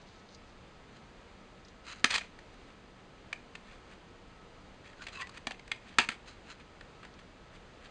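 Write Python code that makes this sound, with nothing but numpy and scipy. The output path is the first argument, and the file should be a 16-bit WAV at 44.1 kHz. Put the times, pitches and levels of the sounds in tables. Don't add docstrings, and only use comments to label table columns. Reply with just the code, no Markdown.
import sys
import numpy as np
from scipy import signal
from scipy.fft import rfft, irfft
from scipy.io import wavfile
from scipy.ndimage import uniform_filter1d

SR = 44100
rng = np.random.default_rng(int(sys.argv[2]) if len(sys.argv) > 2 else 0)


def amplitude_ratio(level_db):
    exponent = np.asarray(level_db, float) / 20
    return 10 ** exponent


def output_pcm(signal):
    pcm = np.clip(np.atleast_2d(signal).T, -1, 1) * 32767
    wavfile.write(sys.argv[1], SR, np.round(pcm).astype(np.int16))


N = 348390

SLIP_SPREAD_DB = 1.3


def band(x, lo_hz, hi_hz):
    return signal.sosfilt(signal.butter(3, [lo_hz, hi_hz], "band", fs=SR, output="sos"), x)


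def rms(x):
    return np.sqrt(np.mean(x ** 2)) + 1e-12


def fade(t, t60):
    return np.exp(-np.log(1000) * t / np.maximum(t60, .004))


def add(out, x, s):
    i = max(int(s * SR), 0)
    out[i:i + len(x)] += x[:N - i]


def even(x, width_hz):
    spectrum = rfft(x)
    size = max(int(width_hz * len(x) / SR), 1)
    power = uniform_filter1d(np.abs(spectrum) ** 2, size)
    return irfft(spectrum / np.sqrt(power + 1e-18), len(x))


def colour(x, points, near_hz=1000, focus_db=0):
    f = np.log(np.maximum(np.fft.rfftfreq(len(x), 1 / SR), 1))
    hz, db = np.transpose(points)
    lift = focus_db * np.exp(-((f - np.log(near_hz)) / 0.25) ** 2)
    return irfft(rfft(x) * amplitude_ratio(np.interp(f, np.log(hz), db) + lift), len(x))


def slide(s, db, rise, hold, fall):
    return s + np.array([-rise, 0, hold, hold + fall]), db - 20 * np.array([1, 0, 0, 1])


def slips(t, rate, spread_db):
    happens = rng.random(len(t)) < rate / SR
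    return happens * rng.standard_normal(len(t)) * amplitude_ratio(spread_db * rng.exponential(size=len(t)))


def judder(t):
    depth_db, spurt_s = 2.5, .006
    spurts = uniform_filter1d(rng.standard_normal(len(t)), int(spurt_s * SR))
    return amplitude_ratio(depth_db * spurts / rms(spurts))


def ring(hz, db, t60):
    t = np.arange(SR // 8) / SR
    turn = 2 * np.pi * (hz[:, None] * t + rng.random((len(hz), 1)))
    return (amplitude_ratio(db)[:, None] * np.sin(turn) * fade(t, t60[:, None])).sum(axis=0)


def body(push, near_hz, t60, focus_db, modes_db):
    # f/Hz, level/dB, ring time as a share of the knock's
    plate_modes = [(880, 17.5, 0.37), (1300, 7.5, 0.19), (1590, -6, 1), (1810, 9, 0.87), (1970, -19, 0.44),
                   (2410, -29, 1.06), (2660, -21, 1.8), (3080, -2, 1.24), (3340, 6, 0.66),
                   (3620, -19, 0.93), (4630, -13, 0.57), (4700, -8, 0.55), (6160, -7.5, 0.67),
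                   (7380, -15, 0.81)]
    # f/Hz, width/Hz, level/dB
    wood_modes = [(65, 35, -4.5), (129, 110, -14.5), (248, 53, -1), (412, 71, 3), (504, 78, -4),
                  (700, 96, 9.5), (860, 120, -34)]
    # f/Hz, level/dB per Hz
    plastic_colour = [(290, -50), (500, -12), (1800, 2.5), (2120, 0.5), (2460, 4.5), (2830, -1),
                      (4580, -10), (5540, -16.5), (7230, -19.5), (8850, -25), (10300, -52), (13400, -73),
                      (22000, -120)]
    edge_hz = 4000

    hz, db, share = np.transpose(plate_modes)
    grip = rng.standard_normal((2, len(hz)))
    db = np.append(db + 2.5 * grip[0], focus_db)
    hz = np.append(hz * (1 + 0.0092 * grip[1]), near_hz)
    modes = signal.fftconvolve(even(push, 400), ring(hz, db, t60 * np.append(share, .8)))

    power = signal.fftconvolve(push ** 2, fade(np.arange(SR // 8) / SR, 0.55 * t60) ** 2)
    crack = even(rng.standard_normal(len(power)) * np.sqrt(np.abs(power)), 630)
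    crack = colour(crack, plastic_colour, near_hz, focus_db)
    crack = crack * np.clip(np.arange(len(crack))[::-1] / (SR / 20) - 1, 0, 1)
    case = crack / rms(crack) + amplitude_ratio(modes_db) * modes / rms(modes)

    hz, width, db = np.transpose(wood_modes)
    db = db + 5.1 * rng.standard_normal(len(hz))
    wood = signal.fftconvolve(push, ring(hz, db, 1.45 / width))
    return wood, band(case, 1020, edge_hz), band(case, edge_hz, 12600)


def knocks():
    # t/s, peak level/dB, loudest ring f/Hz, table thud level/dB, ring/s
    hard_knocks = [
        (2.0421, -6.5, 1810, -16.5, 0.015),
        (3.5513, -33, 2620, -10, 0.036),
        (5.0665, -32.5, 2360, -11.5, 0.045),
        (5.0825, -36, 2310, -10, 0.11),
        (5.4692, -21.5, 2330, -9.5, 0.014),
        (5.5077, -31.5, 1820, -10.5, 0.022),
        (5.7153, -23, 3300, -20, 0.0055),
        (5.9936, -21, 2620, -3.5, 0.027),
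    ]
    # t/s, peak level/dB, loudest ring f/Hz, table thud level/dB, ring/s
    flat_landings = [
        (3.328, -24.5, 2260, -26, 0.023),
        (5.7148, -22.5, 2180, -34, 0.044),
        (5.984, -7, 1540, -20, 0.043),
        (6.0879, -18, 2300, -17, 0.025),
        (6.1174, -35, 1440, -11, 0.028),
    ]
    # t/s, peak level/dB, loudest ring f/Hz, edge brightness/dB
    light_clicks = [(2.2088, -33, 2250, -22), (2.2135, -35.5, 2080, -22), (2.389, -40.5, 1820, -15),
                    (4.93, -45.5, 1590, -22), (5.019, -37, 1420, -21), (5.2703, -37.5, 2080, -14.5),
                    (5.2919, -43.5, 1190, -10.5), (5.3754, -47, 1830, -5), (5.477, -33, 1800, -17),
                    (5.5164, -36, 2870, -9.5), (5.5427, -46, 2240, -27), (5.593, -41, 2170, -14),
                    (5.677, -38.5, 1800, -18), (5.7602, -54, 2430, -7), (6.8092, -39.5, 1590, -17.5),
                    (7.029, -39, 1310, -26), (7.049, -38.5, 1770, -18), (7.856, -47, 3580, -16),
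                    (2.106, -31, 2200, -14)]

    # edge brightness in dB, lift of the loudest ring in dB
    hits = [(*row, -16, 6.5) for row in hard_knocks]
    hits += [(*row, -18, 6) for row in flat_landings]
    click_thud_db, click_ring_s = -12, 0.029
    hits += [(s, db, hz, click_thud_db, click_ring_s, edge_db, 12) for s, db, hz, edge_db in light_clicks]

    out, t = np.zeros(N), np.arange(SR // 200) / SR
    for s, db, hz, thud_db, t60, edge_db, focus_db in hits:
        chatter = rng.standard_normal(len(t)) ** 3 * (t / .0008) * np.exp(-t / 0.0012)
        parts = body(chatter, hz, t60, focus_db, modes_db=-6.5)
        thud, plate, edge = [p / np.abs(p).max() for p in parts]
        add(out, amplitude_ratio(db) * (amplitude_ratio(thud_db) * thud + plate + amplitude_ratio(edge_db + 11.0) * edge), s)
    return out


def rings():
    # t/s, f/Hz, peak level/dB, ring time/s
    free_modes = [(2.046, 1300, -21, 0.046), (2.043, 404, -28, 0.045), (3.329, 2410, -31, 0.018),
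                  (3.552, 2620, -52, 0.033), (5.22, 1956, -40, 0.13), (5.471, 798, -39.5, 0.063),
                  (5.471, 225, -42, 0.11), (5.51, 786, -43, 0.068), (5.716, 2130, -22.5, 0.027),
                  (5.716, 1850, -28, 0.033), (5.716, 3330, -29, 0.019), (5.986, 880, -23, 0.041),
                  (5.985, 251, -28.5, 0.071), (5.989, 2660, -29, 0.13), (5.987, 2410, -24, 0.079),
                  (3.329, 700, -47, 0.044), (5.716, 610, -43, 0.028), (6.088, 1350, -19.5, 0.021),
                  (6.089, 233, -46.5, 0.13)]
    out, t = np.zeros(N), np.arange(SR // 4) / SR
    for s, hz, db, t60 in free_modes:
        flutter = uniform_filter1d(rng.standard_normal(len(t)), SR // 200)
        swell = fade(t, t60) * (1 - np.exp(-t / .001)) * amplitude_ratio(3.0 * flutter / rms(flutter))
        add(out, amplitude_ratio(db) * np.sin(2 * np.pi * hz * t) * swell, s)
    return out


def rubs():
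    # loudest t/s, level/dB, rise/s, fall/s, strongest f/Hz
    edge_rubs = [(2.054, -33, .004, 0.025, 1670), (2.692, -62, 0.044, 0.055, 1550),
                 (3.724, -57, 0.13, 0.071, 1900), (3.933, -55, 0.079, 0.017, 1500),
                 (4.866, -53, 0.048, 0.067, 1650), (5.209, -38, .025, 0.023, 2570),
                 (5.222, -37, .02, 0.012, 2000), (5.376, -47.5, 0.072, .018, 2170),
                 (5.885, -56, 0.076, .14, 2000), (5.996, -29, .003, 0.055, 2600),
                 (6.1, -42, .004, 0.061, 1740), (6.607, -55, 0.032, .02, 2400),
                 (7.192, -56, 0.011, 0.036, 1300), (2.225, -57, .05, 0.093, 2200),
                 (7.049, -54, 0.037, 0.024, 1760), (7.558, -56, 0.061, .025, 1530),
                 (7.84, -58.5, .06, 0.13, 1600)]
    # t/s, level/dB
    drag_pressure = [
        (2.092, -50),
        (2.103, -40),
        (2.111, -34),
        (2.159, -31),
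        (2.168, -35.5),
        (2.174, -45),
        (2.181, -34.5),
        (2.19, -45),
        (2.2, -56),
    ]

    # times, levels, strongest Hz, edge dB, thud dB
    contacts = [(*slide(s, db, rise, 0.00055, fall), hz, -8, -18) for s, db, rise, fall, hz in edge_rubs]
    contacts.append((*np.transpose(drag_pressure), 2230, -4, -16.5))

    out = np.zeros(N)
    for s, db, hz, edge_db, thud_db in contacts:
        t = np.arange(s[0], s[-1], 1 / SR)
        jerks = slips(t, 5000, SLIP_SPREAD_DB)
        parts = body(jerks, hz, 0.028, focus_db=3.0, modes_db=-5)
        thud, plate, edge = [p[:len(t)] / rms(p[:len(t)]) for p in parts]
        both = amplitude_ratio(thud_db) * thud + plate + amplitude_ratio(edge_db) * edge * judder(t)
        both = both * judder(t)
        add(out, signal.windows.tukey(len(t), .12) * amplitude_ratio(np.interp(t, s, db)) * both, s[0])
    return out


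def strokes():
    # t/s, level/dB, rise/s, hold/s, fall/s
    finger_strokes = [
        (0.95, -63.5, 0.074, 0.023, .012),
        (1.886, -46.5, .05, 0.046, 0.027),
        (1.958, -59, 0.0088, 0.047, .016),
        (5.028, -50.5, 0.062, .003, 0.042),
        (5.132, -51, .015, 0.05, 0.01),
        (6.28, -53.5, 0.037, .005, 0.085),
        (6.496, -50.5, 0.056, 0.027, .02),
    ]
    # f/Hz, width/Hz, level/dB
    lid_hollow = [(1420, 520, 6.5), (2020, 470, -0.5), (2620, 740, 2.5), (3960, 290, 7.5), (4700, 160, -14),
                  (6130, 160, -10), (6680, 240, -11), (8250, 300, -8)]
    bright_db = -2.5
    out = np.zeros(N)
    for row in finger_strokes:
        s, db = slide(*row)
        t = np.arange(s[0], s[-1], 1 / SR)
        skin = slips(t, 4500, SLIP_SPREAD_DB)
        hollow = np.zeros(len(t))
        for hz, width, gain_db in lid_hollow:
            gain = amplitude_ratio(gain_db + 0.66 * rng.standard_normal())
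            hollow += gain * signal.lfilter(*signal.iirpeak(hz, hz / width, fs=SR), skin)
        low, high = band(hollow, 910, 3650), band(hollow, 3410, 7500)
        both = low / rms(low) + amplitude_ratio(bright_db) * high / rms(high) * judder(t)
        add(out, signal.windows.tukey(len(t), .12) * amplitude_ratio(np.interp(t, s, db)) * both, s[0])
    return out


def singing():
    # middle t/s, f/Hz, peak level/dB, length/s
    sung_modes = [
        (5.015, 1480, -52, 0.068),
        (5.205, 1080, -48, 0.12),
        (5.17, 2600, -49, 0.1),
    ]
    out = np.zeros(N)
    for s, hz, db, length in sung_modes:
        t = np.arange(int(length * SR))
        tone = band(rng.standard_normal(SR // 4), hz - 70, hz + 70)[-len(t):]
        add(out, amplitude_ratio(db) * np.hanning(len(t)) * tone / rms(tone), s - length / 2)
    return out


def ticks():
    # t/s, peak level/dB, centre f/Hz, length/s
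    bright_ticks = [
        (0.288, -50.5, 4300, 0.036),
        (0.347, -43, 4960, 0.035),
        (1.649, -45.5, 4630, 0.049),
        (1.6831, -46, 4840, 0.03),
        (7.139, -48, 5000, 0.025),
    ]
    out, t = np.zeros(N), np.arange(SR // 10) / SR
    for s, db, hz, t60 in bright_ticks:
        tick = band(rng.standard_normal(len(t)) * fade(t, t60), .78 * hz, 1.27 * hz)
        add(out, amplitude_ratio(db) * tick / np.abs(tick).max(), s)
    return out


def paper():
    # t/s, level/dB, rise/s, hold/s, fall/s
    paper_slides = [
        (0.014, -60, 0.014, .002, 0.025),
        (0.072, -67.5, .025, 0.13, 0.055),
        (0.35, -58, 0.094, .002, .014),
        (0.494, -64.5, .08, .004, 0.038),
    ]
    t = np.arange(N) / SR
    grit = band(slips(t, 6000, 2.7), 3500, 6160)
    pressure = sum(amplitude_ratio(np.interp(t, *slide(*row), left=-120, right=-120)) for row in paper_slides)
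    return pressure * grit / rms(grit)


def room(x):
    t60_s, wash_db = 0.2, -16
    t = np.arange(SR // 2) / SR
    wash = rng.standard_normal(len(t)) * fade(t, t60_s) * (t > .004)
    wash = band(even(wash, 82), 150, 12000)
    return amplitude_ratio(wash_db) * signal.fftconvolve(x, wash / np.sqrt(np.sum(wash ** 2)))[:N]


def air():
    # f/Hz, level/dB per Hz
    air_colour = [(12, -29), (20, 3), (162, -5.5), (194, -6), (319, -7), (460, -8), (907, -12),
                  (1240, -13.5), (1490, -15), (2650, -18), (5500, -26), (7140, -32), (10300, -44.5),
                  (13400, -66), (22000, -120)]
    # f/Hz, width/Hz, level/dB
    hum_tones = [(190.3, 13, -69), (234.2, 30, -72.5), (470, 5.4, -73), (1290, 7.6, -72.5)]
    air_db = -55
    hiss = colour(rng.standard_normal(N), air_colour)
    swell = uniform_filter1d(rng.standard_normal(N), SR // 3)
    out = amplitude_ratio(air_db + .4 * swell / rms(swell)) * hiss / rms(hiss)
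    for hz, width, db in hum_tones:
        tone = band(rng.standard_normal(N), hz - width / 2, hz + width / 2)
        out += amplitude_ratio(db) * tone / rms(tone)
    return out


def scene():
    case = knocks() + rings() + rubs() + strokes() + singing() + ticks() + paper()
    return (case + room(case) + air())[None]


def roll_off(x):
    return signal.sosfilt(signal.butter(12, 10470, fs=SR, output="sos"), x)


def record(dry):
    dip = dry - .76 * signal.lfilter(*signal.iirpeak(5500, 9.5, fs=SR), dry)
    top_hz = 10900
    mix = signal.sosfilt(signal.cheby2(10, 50, top_hz, fs=SR, output="sos"), dip)
    return roll_off(mix)


dry = scene()
out = record(dry)
output_pcm(out)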